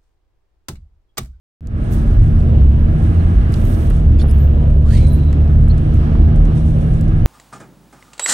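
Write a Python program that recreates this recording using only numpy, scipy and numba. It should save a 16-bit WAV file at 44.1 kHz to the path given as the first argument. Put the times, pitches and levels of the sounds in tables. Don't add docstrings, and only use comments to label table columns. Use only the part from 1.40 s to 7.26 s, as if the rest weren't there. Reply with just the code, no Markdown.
import sys
import numpy as np
from scipy import signal
from scipy.fft import rfft, irfft
from scipy.io import wavfile
from scipy.ndimage import uniform_filter1d
from numba import njit

SR = 44100
rng = np.random.default_rng(int(sys.argv[2]) if len(sys.argv) > 2 else 0)


def materialize(psi):
    bounded = np.clip(np.atleast_2d(psi).T, -1, 1)
    quanta = np.round(bounded * 32767).astype(np.int16)
    wavfile.write(sys.argv[1], SR, quanta)


def amplitude_ratio(level_db):
    exponent = np.asarray(level_db, float) / 20
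    return 10 ** exponent


N = 258426
TIME = np.arange(N) / SR

# start_s, firing_rate_hz, load_db
ENGINE_RUN = [(.25, 80, -1), (.5, 89.88, -13), (.7, 98.25, -9.5), (.85, 77.06, -5.5), (1.05, 74.24, -3),
              (1.25, 68.5, 5), (1.5, 74.57, -7.5), (1.75, 84, 2), (2.05, 82.87, -5), (2.25, 87.5, -10),
              (2.5, 82, -7), (2.73, 70.02, 1), (3.5, 72.07, -1), (4.2, 74.8, -1), (4.85, 76.07, -0.5),
              (5.05, 77.36, -6.5), (5.86, 78.85, -8.5)]


def unit(x):
    return x / np.sqrt(np.mean(x ** 2))


def along(table):
    s, *columns = np.transpose(table)
    return [np.interp(TIME, s, c) for c in columns]


def over(hz, table):
    f, v = np.transpose(table)
    return np.interp(np.log(np.maximum(hz, 1)), np.log(f), v)


def lift(hz, modes):
    return sum(db / (1 + (2 * (hz - f) / width) ** 2) for f, width, db in modes)


@njit
def svf(x, hz, width):
    y, b, l = np.empty(len(x)), 0., 0.
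    for i in range(len(x)):
        g, k = np.tan(np.pi * hz[i] / SR), width / hz[i]
        v = (b + g * (x[i] - l)) / (1 + g * (g + k))
        b, l, y[i] = 2 * v - b, l + 2 * g * v, k * v
    return y


def walk(rate):
    k = int(SR / rate)
    steps = np.repeat(rng.standard_normal(N // k + 1), k)
    return 1.3 * uniform_filter1d(uniform_filter1d(steps, k), k)[:N]


def noise(colour, flicker_db, flicker_rate, shared_db, modes=()):
    # pitch_hz, likeness (0 to 1)
    likeness_curve = [(30, .998), (60, .994), (130, .98), (290, .8), (640, .45), (1400, .4), (3000, .4),
                      (15000, .3)]
    hz = np.arange(N // 2 + 1) * SR / N
    like = np.clip(over(hz, likeness_curve), 0, 1)
    mid, side = rfft(rng.standard_normal((2, N)))
    pair = np.sqrt(1 + like) * mid + np.sqrt(1 - like) * side * np.array([[1], [-1]])
    lowest_hz, highest_hz = colour[0][0], colour[-1][0]
    pair = pair * amplitude_ratio(over(hz, colour)) * (hz > lowest_hz / 2)
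    pair = pair * amplitude_ratio(lift(hz, modes))
    out, shared = 0, shared_db * walk(flicker_rate * 2)
    for centre in lowest_hz * 2. ** np.arange(np.log2(highest_hz / lowest_hz) + 1):
        octaves_away = np.clip(np.log2(np.maximum(hz, 1) / centre), -1, 1)
        share = np.cos(np.pi / 2 * octaves_away) ** 2
        out = out + irfft(pair * share, N) * amplitude_ratio(flicker_db * walk(flicker_rate) + shared)
    return unit(out)


def tone(hz, db, wobble_db):
    phase = 2 * np.pi * (np.cumsum(hz) / SR + rng.random())
    return np.sqrt(2) * np.sin(phase) * amplitude_ratio(db + wobble_db * walk(25))


def within(start_s, end_s):
    return np.interp(TIME, [start_s - .002, start_s, end_s, end_s + .003], [0, 1, 1, 0])


def ring(hz, db, width_hz):
    return unit(svf(svf(rng.standard_normal(N), hz, width_hz), hz, width_hz)) * amplitude_ratio(db)


def engine():
    # multiple of firing rate, level_db
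    weak_orders = [(.5, -13), (1.5, -13), (2.5, -23), (4, -32)]
    # multiple of firing rate, level_db
    whine_orders = [(9.5, -60), (13.5, -64)]
    # centre_hz, width_hz, lift_db
    cab_modes = [(72.34, 11, 9), (84, 13, 4), (141.1, 16, 6.5), (155.74, 13.06, 12)]
    # centre_hz, width_hz, lift_db
    dash_modes = [(748, 50, 11), (970, 65, 13), (1130, 80, 14)]
    hz, load_db = along(ENGINE_RUN)
    hz = hz * (1 + .002 * walk(20))
    boom = tone(hz, -21 + load_db + lift(hz, cab_modes), 1.1)
    octave = tone(2 * hz, -29.5 + 0.34 * load_db + lift(2 * hz, cab_modes), 1.8)
    weak = sum(tone(k * hz, -13.5 + db, 1.3) for k, db in weak_orders)
    whine = sum(tone(k * hz, db + lift(k * hz, dash_modes), 3.4) for k, db in whine_orders)
    return boom + octave + weak + whine


def road():
    # start_s, hold_s, fall_s, spray_lift_db
    slush_patches = [
        (0.357, .18, 0.38, 8),
        (0.458, .01, 0.15, 15),
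        (1.494, 0.37, 0.28, 6),
        (1.572, .05, .12, 9.5),
        (2.063, 0.33, .25, 13),
        (2.182, .08, 0.23, 15.5),
        (3.558, 0.12, 0.21, 9.5),
        (4.296, 0.2, 0.11, 3.5),
        (5.096, 0.4, .15, 7.5),
        (5.72, 0.07, .1, 1),
    ]
    # pitch_hz, level_db per Hz
    thump_colour = [(15, -27), (24, 0), (38, 1.5), (60, -2.5), (100, -4), (125, -7), (170, -18.5),
                    (260, -30.5)]
    roar_colour = [(100, -31), (170, -3.5), (189, -9.5), (229, -6.5), (270, -7), (318, -9), (497, -27),
                   (660, -22), (903, -29.5), (1270, -29), (2450, -38.5), (2890, -40), (6000, -57.5),
                   (7800, -92.5), (13200, -120)]
    spray_colour = [(2060, -36), (3500, 1.5), (4050, -2.5), (4720, -6.5), (5670, -3), (7070, -6.5),
                    (8780, -4.5), (10500, -11), (13600, -43), (22000, -120)]
    sizzle_colour = [(5000, -17.5), (7500, -11.5), (8700, 1.5), (10500, -6), (13000, -20.5)]
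    mist_colour = [(8500, -28.5), (10500, 2), (13000, -1), (15700, -2), (16500, -38.5)]
    # centre_hz, width_hz, lift_db
    panel_modes = [(334.6, 46, 3.5), (455, 36, 5.5), (835, 55, 3), (1270, 94, 3), (1647, 80, 6.5),
                   (2870, 400, 1.5)]
    rise_s = 0.065
    wet_db = np.max([np.interp(TIME, np.cumsum([s, rise_s, hold, fall]), [0, db, db, 0])
                     for s, hold, fall, db in slush_patches], axis=0)
    spin_hz = along(ENGINE_RUN)[0] - 73
    thump = noise(thump_colour, 2.3, 9, 0.37) * amplitude_ratio(-12.5)
    roar_db = -28.5 + 0.087 * wet_db + 0.14 * spin_hz + 1.1 * walk(3.3)
    roar = noise(roar_colour, 0.95, 7.4, 0.66, panel_modes) * amplitude_ratio(roar_db)
    spray = noise(spray_colour, 0.79, 24, 1.9) * amplitude_ratio(-64.5 + 0.84 * wet_db)
    sizzle = noise(sizzle_colour, 0.9, 16, 1.6) * amplitude_ratio(-73 + wet_db)
    mist = noise(mist_colour, .8, 10, 2.2) * amplitude_ratio(-72 + 0.098 * wet_db ** 2)
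    return thump + bumps() + roar + spray + sizzle + mist


def bumps():
    # start_s, pitch_hz, level_db, length_s
    ruts = [(0.659, 47, -23, 0.3), (0.761, 108, -10.5, .14), (1.924, 52, -10, 0.12), (2.191, 35, -13, .14),
            (2.552, 44, -17, 0.34), (3.989, 44, -19.5, 0.23), (4.398, 92, -16.5, 0.096),
            (4.939, 40, -12.5, 0.16), (5.132, 90, -18, 0.18), (5.39, 50, -18.5, .25), (5.637, 95, -16, .2)]
    out = 0
    for s, hz, db, length in ruts:
        swell = np.sin(np.pi * np.clip((TIME - s) / length, 0, 1))
        out = out + tone(np.full(N, 1. * hz), db, 0.5) * swell
    return out


def wipers():
    # start_s, length_s, first_hz, last_hz, level_db
    squeaks = [(1.784, 0.033, 4300, 4050, -56), (2.785, 0.023, 2512, 2360, -47),
               (2.787, .016, 4920, 4183, -49), (2.806, 0.017, 4397, 4420, -47),
               (2.79, .022, 7050, 6620, -55), (2.793, 0.016, 3580, 3440, -46),
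               (2.812, .015, 3737, 3740, -43.5), (2.8, 0.027, 5100, 5500, -50.5),
               (2.79, .04, 11370, 11200, -62), (2.819, .018, 9870, 10500, -53),
               (2.833, .02, 13900, 14400, -62), (2.86, 0.031, 13400, 12200, -56.5),
               (2.876, .016, 10400, 9570, -54), (2.893, 0.03, 10040, 10600, -52),
               (2.889, .025, 4900, 5200, -58.5), (2.91, 0.016, 12900, 13540, -60),
               (2.924, .055, 13700, 13840, -57.5), (2.983, 0.033, 13400, 13100, -58.5),
               (3.001, 0.059, 13960, 13980, -54.5), (3.043, 0.054, 14670, 15700, -61),
               (4.298, 0.024, 4190, 4245, -46.5),
               (3.679, 0.017, 8500, 9300, -52), (3.691, 0.044, 13900, 14700, -54),
                      (3.707, 0.026, 14770, 13750, -55), (3.727, .022, 11080, 10200, -52.5),
                      (3.736, .017, 8500, 8600, -56), (3.748, 0.015, 11400, 12900, -52.5),
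                      (3.762, .03, 13700, 14350, -58.5), (3.486, 0.11, 4500, 4490, -58),
                      (3.504, .11, 8700, 8700, -55)]
    # start_s, length_s, scrape_db, blade_first_hz, blade_last_hz
    strokes = [
        (2.785, .06, -46.5, 8530, 9270),
        (3.442, 0.27, -41, 1056, 2290),
    ]
    # pitch_hz, level_db per Hz
    scrape_colour = [(1300, -21), (2300, -2.5), (3200, 0), (4300, -1), (5300, -8), (7300, -8),
                     (8700, -10.5), (10800, -14), (15700, -24.5)]
    out = sum(squeak(*q) for q in squeaks)
    # time_s, pitch_hz, level_db
    whistle = [(3.52, 4040, -57.5), (3.67, 3995, -52), (3.93, 3950, -63)]
    out = out + ring(*along(whistle), 240.) * within(3.52, 3.93) * amplitude_ratio(1.5 * walk(60))
    scrape = noise(scrape_colour, 1.2, 40, 1.2)
    peak, fade_db = .35, 24
    for s, length, db, first_hz, last_hz in strokes:
        share = np.clip((TIME - s) / length, 0, 1)
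        from_peak = np.where(share < peak, 1 - share / peak, (share - peak) / (1 - peak))
        fall_db = -fade_db * from_peak ** 1.6
        rise = np.sin(np.pi / 2 * np.clip(share / .62, 0, 1)) ** 1.7
        hz = first_hz + (last_hz - first_hz) * rise
        blade_db = db + .35 * fall_db - 3 * np.log2(first_hz / 1000)
        blade = ring(hz, blade_db, 330.) * (1 - share) ** .5
        out = out + (scrape * amplitude_ratio(db + fall_db) + blade) * within(s, s + length)
    return out


def squeak(s, length, first_hz, last_hz, peak_db):
    hz, = along([(s, first_hz), (s + length, last_hz)])
    db = peak_db - 5 * np.clip(2 * (TIME - s) / length - 1, -1, 1) ** 2
    shaky = tone(hz + 65 * walk(400), db - 2.5, 2.5) * amplitude_ratio(2.2 * walk(200))
    return (shaky + ring(hz, db - 4, 450.)) * within(s, s + length)


def trim():
    # start_s, peak_db, left_minus_right_db, centre_hz
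    tick_events = [(0.2715, -26, -10.5, 6000), (0.5242, -33.5, -6, 8300), (1.2118, -44, -9, 5250),
                   (1.481, -53, -2.5, 5640), (2.1222, -32.5, 2.5, 9120), (2.134, -39, -1, 4920),
                   (2.1402, -29.5, -17.5, 5000), (2.1583, -38.5, -2.5, 6250), (2.2537, -33, -9, 8750),
                   (2.2702, -36.5, -0.5, 8360), (2.502, -29, -5.5, 8800), (2.567, -41.5, -6.5, 8300),
                   (2.9116, -32, -9, 8590), (2.9825, -38, -6.5, 8300), (3.6718, -31.5, -4, 6280),
                   (3.9285, -32.5, -7.5, 5580), (4.0802, -50.5, -14, 4880), (4.2828, -39, -9.5, 7500),
                   (4.3798, -33, -6, 5360), (4.5417, -40, -11.5, 8620), (4.9607, -38, -3, 7570),
                   (5.0538, -36.5, -0.5, 5840), (5.6111, -29, -6, 8540), (5.682, -36.5, -4.5, 5420)]
    # start_s, peak_db, left_minus_right_db, centre_hz, length_ms
    knock_events = [(1.214, -33.5, 0.5, 1490, 6.7), (1.479, -34, -6, 1300, 11), (2.121, -33, 4, 1470, 14),
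                    (2.139, -34, -19.5, 2830, 3.9), (2.502, -29, -7.5, 1390, 7.4),
                    (2.81, -30, -1, 1490, 10), (2.83, -21, -5, 483, 15), (3.926, -28.5, -2, 1540, 5.5),
                    (4.088, -37.5, -8, 1303, 11), (4.749, -26, -10.5, 930, 7), (.52, -33, -11, 5970, 20)]
    tick_ms = 2.4
    return hits([(*row, tick_ms) for row in tick_events], 1.35, .1) + hits(knock_events, .8, .8)


def hits(table, width, rise):
    out, t = np.zeros((2, N + 4096)), np.arange(4096) * 1000 / SR
    for (s, db, pan_db, hz, ms), grit in zip(table, rng.standard_normal((len(table), 3, 4096))):
        centre = np.full(4096, 1. * hz)
        swell = np.exp(-t / ms) * (1 - np.exp(-t / (rise * ms)))
        burst = (grit[0] + 0.7 * grit[1:]) * swell
        burst = burst + 6 * (np.arange(4096) == int(rise * ms * SR / 1000))
        burst = np.array([svf(svf(b, centre, width * hz), centre, width * hz) for b in burst])
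        level = amplitude_ratio(db + np.array([[pan_db], [-pan_db]]) / 2)
        burst = burst / np.abs(burst).max(axis=1, keepdims=True) * level
        out[:, int(s * SR):int(s * SR) + 4096] += burst
    return out[:, :N]


def fan():
    # multiple of blade tone, level_db against it
    overtones = [(2, -21.5), (3, -23), (7.5, -39.5)]
    on_s, off_s, recover_s = 2.75, 3.6, 1.1
    drain = np.interp(TIME, [on_s, on_s + 0.13, off_s, off_s + recover_s], [0, 1, 1, 0])
    hz = 222.66 - 3.4 * drain + 0.612 * walk(6)
    db = -27.5 + 1.3 * walk(7)
    return tone(hz, db, 0.28) + sum(tone(k * hz, db + down_db, 2.6) for k, down_db in overtones)


def scene():
    # pitch_hz, left_minus_right_db
    balance_curve = [(60, -1.0), (110, -0.5), (200, -0.5), (380, -1.0), (700, -3.5), (1290, -4), (2380, -4),
                     (4400, -9), (8120, -10.5), (15000, 3.5)]
    left_lag_s = 0.00032
    hz = np.arange(N // 2 + 1) * SR / N
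    side = np.array([[1], [-1]]) / 2
    shade = amplitude_ratio(over(hz, balance_curve) * side)
    lag = np.exp(-2j * np.pi * hz * left_lag_s * side)
    ports = (rfft(engine() + road() + fan()) * lag + rfft(wipers())) * shade
    return irfft(ports, N) + trim()


def band_limit(x):
    return signal.sosfilt(signal.butter(12, 15820, fs=SR, output="sos"), x)


def record(dry):
    # time_s, gain_db
    fade_in = [(.208, -31.5), (.222, -20.5), (.3, -10), (.45, -2), (.75, -0.5)]
    port_hz, port_width_hz, port_db = 8700., 640., -7
    port = np.array([svf(x, np.full(N, port_hz), port_width_hz) for x in dry])
    opening = amplitude_ratio(along(fade_in)[0]) * (TIME > fade_in[0][0])
    wet = (dry + amplitude_ratio(port_db) * port) * opening * amplitude_ratio(1.34)
    ceiling = .99
    return band_limit(ceiling * np.tanh(wet / ceiling))


dry = scene()
out = record(dry)
materialize(out)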